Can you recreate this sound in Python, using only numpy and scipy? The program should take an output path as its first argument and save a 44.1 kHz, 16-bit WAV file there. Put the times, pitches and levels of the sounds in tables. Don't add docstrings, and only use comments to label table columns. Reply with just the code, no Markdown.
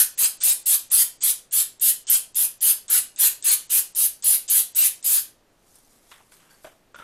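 import sys
import numpy as np
from scipy import signal
from scipy.fft import next_fast_len
from scipy.io import wavfile
from scipy.ndimage import uniform_filter1d

SR = 44100
rng = np.random.default_rng(int(sys.argv[2]) if len(sys.argv) > 2 else 0)


def generate_wav(signal):
    frames = np.transpose(np.atleast_2d(signal))
    scaled = np.clip(frames, -1, 1) * 32767
    pcm = np.round(scaled).astype(np.int16)
    wavfile.write(sys.argv[1], SR, pcm)


def field_ratio(decibels):
    return 10 ** (np.asarray(decibels, dtype=float) / 20)


N = 310023


def evened(x):
    return x / np.sqrt(np.mean(x ** 2) + 1e-20)


def smooth(x, bin_span, frame_span):
    return uniform_filter1d(uniform_filter1d(x, size=bin_span, axis=0), size=frame_span, axis=1)


def read(points, hz):
    f, value = np.transpose(points)
    return np.interp(np.log(hz + 1), np.log(f + 1), value)


def band(x, low_hz, high_hz, edge_hz=150):
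    hz = np.fft.fftfreq(next_fast_len(N), 1 / SR)
    above = np.clip((hz - low_hz) / edge_hz + .5, 0, 1)
    below = np.clip((high_hz - hz) / edge_hz + .5, 0, 1)
    return np.fft.ifft(2 * above * below * np.fft.fft(x, len(hz)))[:N]


def noise(spectrum, patchy_db, streaky_db=0.0, size=512):
    hop = size // 4
    a, b, patches, streaks = rng.standard_normal((N // hop + 5, size // 2 + 1, 4)).T
    patches = evened(smooth(patches, 5, 14))
    streaks = evened(smooth(streaks, 2, 30))
    colour_db = read(spectrum, np.fft.rfftfreq(size, 1 / SR))[:, None]
    db = colour_db + patchy_db * patches + streaky_db * streaks
    return evened(signal.istft((a + 1j * b) * field_ratio(db), nperseg=size, noverlap=size - hop)[1][:N])


def flutter(db, size):
    drift = uniform_filter1d(uniform_filter1d(rng.standard_normal(N), size), size)
    return evened(field_ratio(db * evened(drift)))


def ring(hz, db, t60):
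    t = np.arange(6000) / SR
    return field_ratio(db - 60 * t / max(t60, .003)) * np.sin(2 * np.pi * hz * t)


def add(mix, s, sound):
    part = mix[round(s * SR):][:len(sound)]
    part += sound[:len(part)]


# frequency in Hz, level in dB per Hz.
HUSH_COLOUR = [(12, -12), (20, -3), (33, -13.5), (58, -34), (93, -11.5), (129, -14), (202, -15), (299, -14),
               (652, -17), (936, -21), (14000, -39), (15600, -44.5)]


def hush():
    return field_ratio(-62.5) * noise(HUSH_COLOUR, patchy_db=0.0, size=2048)


# frequency in Hz, t60 in seconds.
KITCHEN_DECAY = [(300, 0.44), (900, 0.35), (2500, 0.3), (6000, 0.29), (14000, 0.17)]


def kitchen(x):
    taps = np.zeros((3, SR // 2))
    slots = np.arange(130, SR // 2 - 10, 10)
    at = slots + rng.integers(0, 10, (3, len(slots)))
    np.put_along_axis(taps, at, rng.choice([-1., 1.], at.shape), axis=1)
    hz, t, z = signal.stft(taps, SR, nperseg=256)
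    decay = field_ratio(-60 * t / read(KITCHEN_DECAY, hz)[:, None])
    tails = signal.istft(z * decay, SR, nperseg=256)[1]
    cycles = 4.3 * np.arange(N) / SR + np.arange(3)[:, None] / 3
    turns = np.cos(2 * np.pi * cycles) * np.sqrt(2 / 3)
    return signal.fftconvolve(x * turns, tails / np.linalg.norm(tails[0]), axes=1)[:, :N].sum(0)


# loudest moment in seconds, dry rustle in dB,
# dull rub in dB re rustle, rise in dB/s, fade in dB/s.
STROKES = [(5.67, -64, -18.5, 901, 32), (5.766, -58.5, -14, 97, 168), (5.944, -63, -7, 67, 204.5),
           (6.06, -64, -6, 31, 34), (6.12, -55, 7, 260, 150), (6.322, -53, -5, 1500, 144),
           (6.4, -63, 1.5, 40, 32.5), (6.507, -58, -5, 1497, 112), (6.648, -52.5, 4, 401, 172.5),
           (6.947, -54.5, 5.5, 3001.5, 220), (6.989, -58.5, 10, 588, 97)]
# frequency in Hz, level in dB per Hz.
CLOTH_COLOUR = [(350, -56), (600, -27), (777, -7), (928, -1.5), (2410, -8), (2510, -10.5), (3170, -6),
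                (3990, -9), (10100, -6), (15600, -11)]


def rustle():
    t = np.arange(N) / SR
    cloth = noise(CLOTH_COLOUR, patchy_db=-1.8) * flutter(1.9, size=50)
    dry, dull = np.zeros((2, N))
    for s, dry_db, dull_db, rise_db, fade_db in STROKES:
        rise, fade = rise_db * (s - t), fade_db * (t - s)
        dry = np.hypot(dry, field_ratio(dry_db - np.maximum(rise, fade)))
        dull = np.hypot(dull, field_ratio(dry_db + dull_db - np.maximum(6 * rise, 1.28 * fade)))
    crisp = evened(band(cloth, 3670, 13800, 1750).real)
    soft = evened(band(cloth, 700, 3560, 1600).real)
    return dry * crisp + dull * soft


def blows(rows, rattle_db, rattle_s, partner):
    out, t = np.zeros(N), np.arange(4000) / SR
    for s, db, hz, bright_hz, bright_db, t60 in rows:
        rattle = rng.standard_normal(4000) * field_ratio(rattle_db - 60 * t / rattle_s) + (t == 0)
        contact = ring(hz, -31.5, 4.8 / hz)[:400]
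        pair = ring(hz, db, t60) + ring(partner * hz, db - 6, 0.8 * t60)
        body = signal.fftconvolve(contact, pair)[:6000]
        bright = ring(bright_hz, db + bright_db, 0.74 * t60)
        bright += ring(min(1.4 * bright_hz, 11000), db + bright_db, .002)
        add(out, s, signal.fftconvolve(rattle, body + bright))
    return out


def struck(rows, bright_hz, bright_db, t60):
    return [(s, db, hz, bright_hz, bright_db, t60) for s, db, hz in rows]


# start in seconds, blow in dB, body in Hz, bright mode in Hz,
# bright level in dB re blow.
CAP_SNAPS = [
    (5.756, -48.5, 1230, 8900, 4),
    (5.786, -53, 900, 9000, 4),
    (5.848, -52, 950, 6270, -5),
    (5.93, -54.5, 1220, 8600, -5),
    (6.093, -53.5, 1080, 5550, -3),
    (6.116, -30.5, 1400, 2700, -9.5),
    (6.204, -33.5, 1090, 2870, -24),
    (6.321, -53.5, 1780, 2400, 4),
]


def cap_snaps():
    return blows([(*row, 0.0082) for row in CAP_SNAPS], -16.5, 0.044, 1.7)


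# start in seconds, blow in dB, body in Hz.
CAP_TOUCHES = [
    (6.506, -46, 1610),
    (6.539, -49, 1640),
    (6.562, -53, 1630),
]


def cap_ring():
    return blows(struck(CAP_TOUCHES, bright_hz=4560, bright_db=-12, t60=.17), -21.0, 0.028, 0.95)


# start in seconds, blow in dB, body in Hz.
CAN_THUDS = [
    (6.645, -32.5, 637),
    (6.651, -34.5, 610),
    (6.671, -36.5, 668),
    (6.699, -47, 650),
]


def can_thuds():
    return blows(struck(CAN_THUDS, bright_hz=1530, bright_db=-9, t60=0.027), -23, 0.06, 1.13)


# start in seconds, blow in dB, body in Hz.
COUNTER_KNOCKS = [
    (6.945, -21.5, 1400),
    (6.959, -25, 1416),
    (6.977, -31.5, 1450),
    (6.986, -21.5, 1450),
    (6.999, -21, 1370),
    (7.006, -25, 1480),
    (7.021, -25, 1360),
]


def counter_knocks():
    return blows(struck(COUNTER_KNOCKS, bright_hz=3500, bright_db=-32, t60=0.021), -22, .04, 0.42)


# start in seconds, level in dB, pitch in Hz.
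VALVE_TICKS = [(0.175, -26, 7700), (0.4033, -24, 7840), (0.6545, -45, 7560), (0.9012, -27, 8450),
               (1.2054, -34, 7860), (1.51, -28, 8500), (1.797, -22, 8500), (2.0686, -22.5, 6600),
               (2.3455, -23, 8000), (2.6065, -21.5, 7100), (2.881, -20, 8170), (3.1609, -22.5, 8000),
               (3.4248, -16, 8220), (3.6948, -26, 8400), (3.9492, -16, 8700), (4.2235, -19.5, 8070),
               (4.479, -18.5, 7600), (4.7483, -17, 7900), (5.027, -23, 8500)]
# pitch factor, level in dB, t60 in seconds.
VALVE_MODES = [
    (0.99, -7, 0.018),
    (.82, -11, 0.019),
    (0.65, -16.5, .013),
    (.45, -17.5, .011),
]


def valve_ticks():
    ticks = np.zeros(N)
    onset = np.sin(np.pi / 2 * np.minimum(np.arange(6000) / 45, 1)) ** 2
    for s, tick_db, tick_hz in VALVE_TICKS:
        modes = [ring(factor * tick_hz, tick_db + db, t60) for factor, db, t60 in VALVE_MODES]
        add(ticks, s, sum(modes) * onset)
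    return ticks


def press_flow(t, pressed_s, open_s, go_s):
    leak_db, rush_db_per_s = np.array([[-9], [-12], [-10]]), np.array([[600], [800], [1100]])
    swell_db, swell_s = np.array([[-6], [-5], [-3.5]]), np.array([[.025], [.022], [.012]])
    early_s, shut_db_per_s = np.array([[.02], [.021], [.016]]), np.array([[500], [600], [750]])
    bleed_db, bleed_db_per_s = np.array([[-18], [-21], [-25]]), np.array([[220], [280], [400]])
    slow_db = 297.5 * (open_s - pressed_s)
    rush = np.maximum(rush_db_per_s * np.minimum(t - open_s, 0), leak_db - slow_db)
    swell = swell_db * np.exp(-np.maximum(t - open_s, 0) / swell_s)
    after = np.maximum(t - go_s + early_s, 0)
    shut = field_ratio(-shut_db_per_s * after) + field_ratio(bleed_db - bleed_db_per_s * after)
    fade_in = np.clip((t - pressed_s + (open_s < 0)) / 0.0038, 0, 1)
    return field_ratio(rush + swell) * shut * fade_in


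# valve open in seconds, let go in seconds, gas flow in dB,
# nozzle whistle in dB re flow, patter in the pan in dB re flow.
PRESSES = [(-.06, 0.038, -26, 6, -19), (0.191, 0.279, -23.5, 7, -12.5), (0.415, 0.537, -24.5, 9, -16),
           (.666, 0.768, -23.5, 6.5, -17.5), (0.921, 1.043, -23.5, 8.5, -16.5),
           (1.224, 1.324, -25, 8, -16.5), (1.532, 1.634, -25.5, 7.5, -15.5), (1.822, 1.923, -25, 10, -16.5),
           (2.086, 2.181, -24.5, 9, -16.5), (2.361, 2.468, -29, 11, -14.5), (2.626, 2.732, -25.5, 9.5, -15),
           (2.903, 3.003, -25, 8, -12.5), (3.2, 3.291, -21.5, 7.5, -13.5), (3.452, 3.556, -23, 7.5, -14),
           (3.71, 3.809, -24, 7.5, -14), (3.967, 4.078, -28, 10.5, -15), (4.24, 4.373, -27, 10.5, -15),
           (4.488, 4.62, -25, 9, -17), (4.765, 4.886, -24.5, 8.5, -15), (5.051, 5.205, -27, 9.5, -16)]
# frequency in Hz, level in dB per Hz.
JET_COLOUR = [(150, -71), (250, -35.5), (353, -33.5), (1250, -25.5), (1860, -20.5), (2250, -21.5),
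              (2720, -16), (3980, -17), (5070, -15), (5530, -18), (5930, -16), (10700, -3), (13100, -5.5),
              (15600, -23)]


def spray():
    pan_top_hz, whistle_foot_hz = 2950, 8900
    jet = noise(JET_COLOUR, patchy_db=2.5, streaky_db=1.5)
    patter = evened(band(jet, 0, pan_top_hz).real) * flutter(0.72, size=90)
    roar = evened(band(jet, pan_top_hz, whistle_foot_hz).real)
    whistle = evened(band(jet, whistle_foot_hz, SR / 2).real)
    levels = np.zeros((3, N))
    pressed = [0] + [row[0] for row in VALVE_TICKS]
    for (open_s, go_s, flow_db, whistle_db, patter_db), pressed_s in zip(PRESSES, pressed):
        t = pressed_s + np.arange(SR // 2) / SR
        flow = field_ratio(flow_db) * press_flow(t, pressed_s, open_s, go_s)
        for layer, level, db in zip(levels, flow, (patter_db, 0, whistle_db)):
            add(layer, pressed_s, field_ratio(db) * level)
    return (levels * [patter, roar, whistle]).sum(0) * flutter(0.35, size=40)


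def scene():
    can = spray() + valve_ticks()
    hits = cap_snaps() + cap_ring() + can_thuds() + counter_knocks()
    damped = field_ratio(-15) * hits
    wet = kitchen(field_ratio(-7.0) * can + damped)
    mono = field_ratio(-1.5) * can + hits + wet + rustle() + hush()
    return np.array([mono, mono])


TREBLE_HZ, BLOCK = 8750, 1024


def drop_treble(x):
    frame_s, first_s, lost_s, late_s = .032, .023, .028, .005
    t, kept = np.arange(N) / SR, np.ones(N)
    for s in [row[0] for row in VALVE_TICKS + COUNTER_KNOCKS[:1]]:
        frames = np.floor((np.array([s, s + late_s]) - first_s) / frame_s)
        start, last = first_s + frame_s * frames
        kept = np.where((t > start) & (t < last + lost_s), field_ratio(-38.5), kept)
    return x - (1 - uniform_filter1d(kept, size=100)) * band(x, TREBLE_HZ, SR / 2).real


# frequency in Hz, level in dB.
FAINT_TREBLE = [(11500, -114), (13000, -107), (15300, -106), (15750, -86)]
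# centre in seconds, length in seconds, top in Hz.
STARVED_BASS = [(.025, .03, 220), (.24, .04, 200), (.55, .04, 160), (.69, .02, 140), (.78, .03, 240),
                (1.03, .03, 60), (1.61, .05, 220), (1.9, .06, 120), (2.13, .04, 50), (3.24, .035, 70),
                (3.5, .035, 250), (3.8, .02, 130), (4.28, .02, 130), (4.57, .035, 300), (4.81, .04, 280),
                (5.17, .035, 300)]


def thin_out(hz, t, z):
    power = smooth(abs(z) ** 2, 2, 5)
    z = z * (power > field_ratio(2 * read(FAINT_TREBLE, hz))[:, None]) * (hz < 15770)[:, None]
    for s, length, top_hz in STARVED_BASS:
        starved = (abs(t - s) < length / 2 + .008) & (hz < top_hz)[:, None]
        z = z * np.where(starved, field_ratio(-30), 1)
    return z


# start in seconds, end in seconds, share slipping.
PHASE_SLIPS = [(.199, .275, .7), (.408, .53, .9), (1.918, 1.965, .6), (2.103, 2.175, .5), (2.916, 2.96, .8),
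               (3.45, 3.522, .9), (4.774, 4.845, .7), (5.052, 5.197, .5)]
# start in seconds, low edge in Hz, high edge in Hz.
BAND_GLITCHES = [(2.64, 12300, 14000), (2.64, 5200, 6300), (3.755, 7000, 8300), (4.545, 4200, 5800),
                 (4.545, 14500, 15700)]


def phase_slips(hz, t):
    tiles = rng.random((len(t) // 8 + 1, len(hz) // 16 + 1)).T
    luck = np.kron(tiles, np.ones((16, 8)))[:len(hz), :len(t)]
    turn = np.zeros((len(hz), len(t)))
    loudness = np.exp(-((hz - 10800) / 2600) ** 2)[:, None]
    for start, end, share in PHASE_SLIPS:
        slip = np.clip(5 * (.85 * share * loudness + luck - 1), 0, 1)
        inside = (t > start) & (t < end - .006) & (hz > TREBLE_HZ)[:, None]
        reversed_end = (t > end - .022) & (end - start > .06)
        turn += inside * np.pi * np.where(reversed_end, 1, slip)
    for s, low_hz, high_hz in BAND_GLITCHES:
        turn += .9 * ((t > s) & (t < s + BLOCK / SR) & ((hz > low_hz) & (hz < high_hz))[:, None])
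    return turn


def roll_off(x):
    return signal.sosfilt(signal.butter(12, 15770, fs=SR, output="sos"), x)


def record(dry):
    overlap = BLOCK * 3 // 4
    hz, t, z = signal.stft(drop_treble(dry[0]), SR, nperseg=BLOCK, noverlap=overlap)
    left = thin_out(hz, t, z)
    right = left * np.exp(1j * phase_slips(hz, t))
    mix = signal.istft(np.array([left, right]), nperseg=BLOCK, noverlap=overlap)[1][:, :N]
    return roll_off(mix)


dry = scene()
out = record(dry)
generate_wav(out)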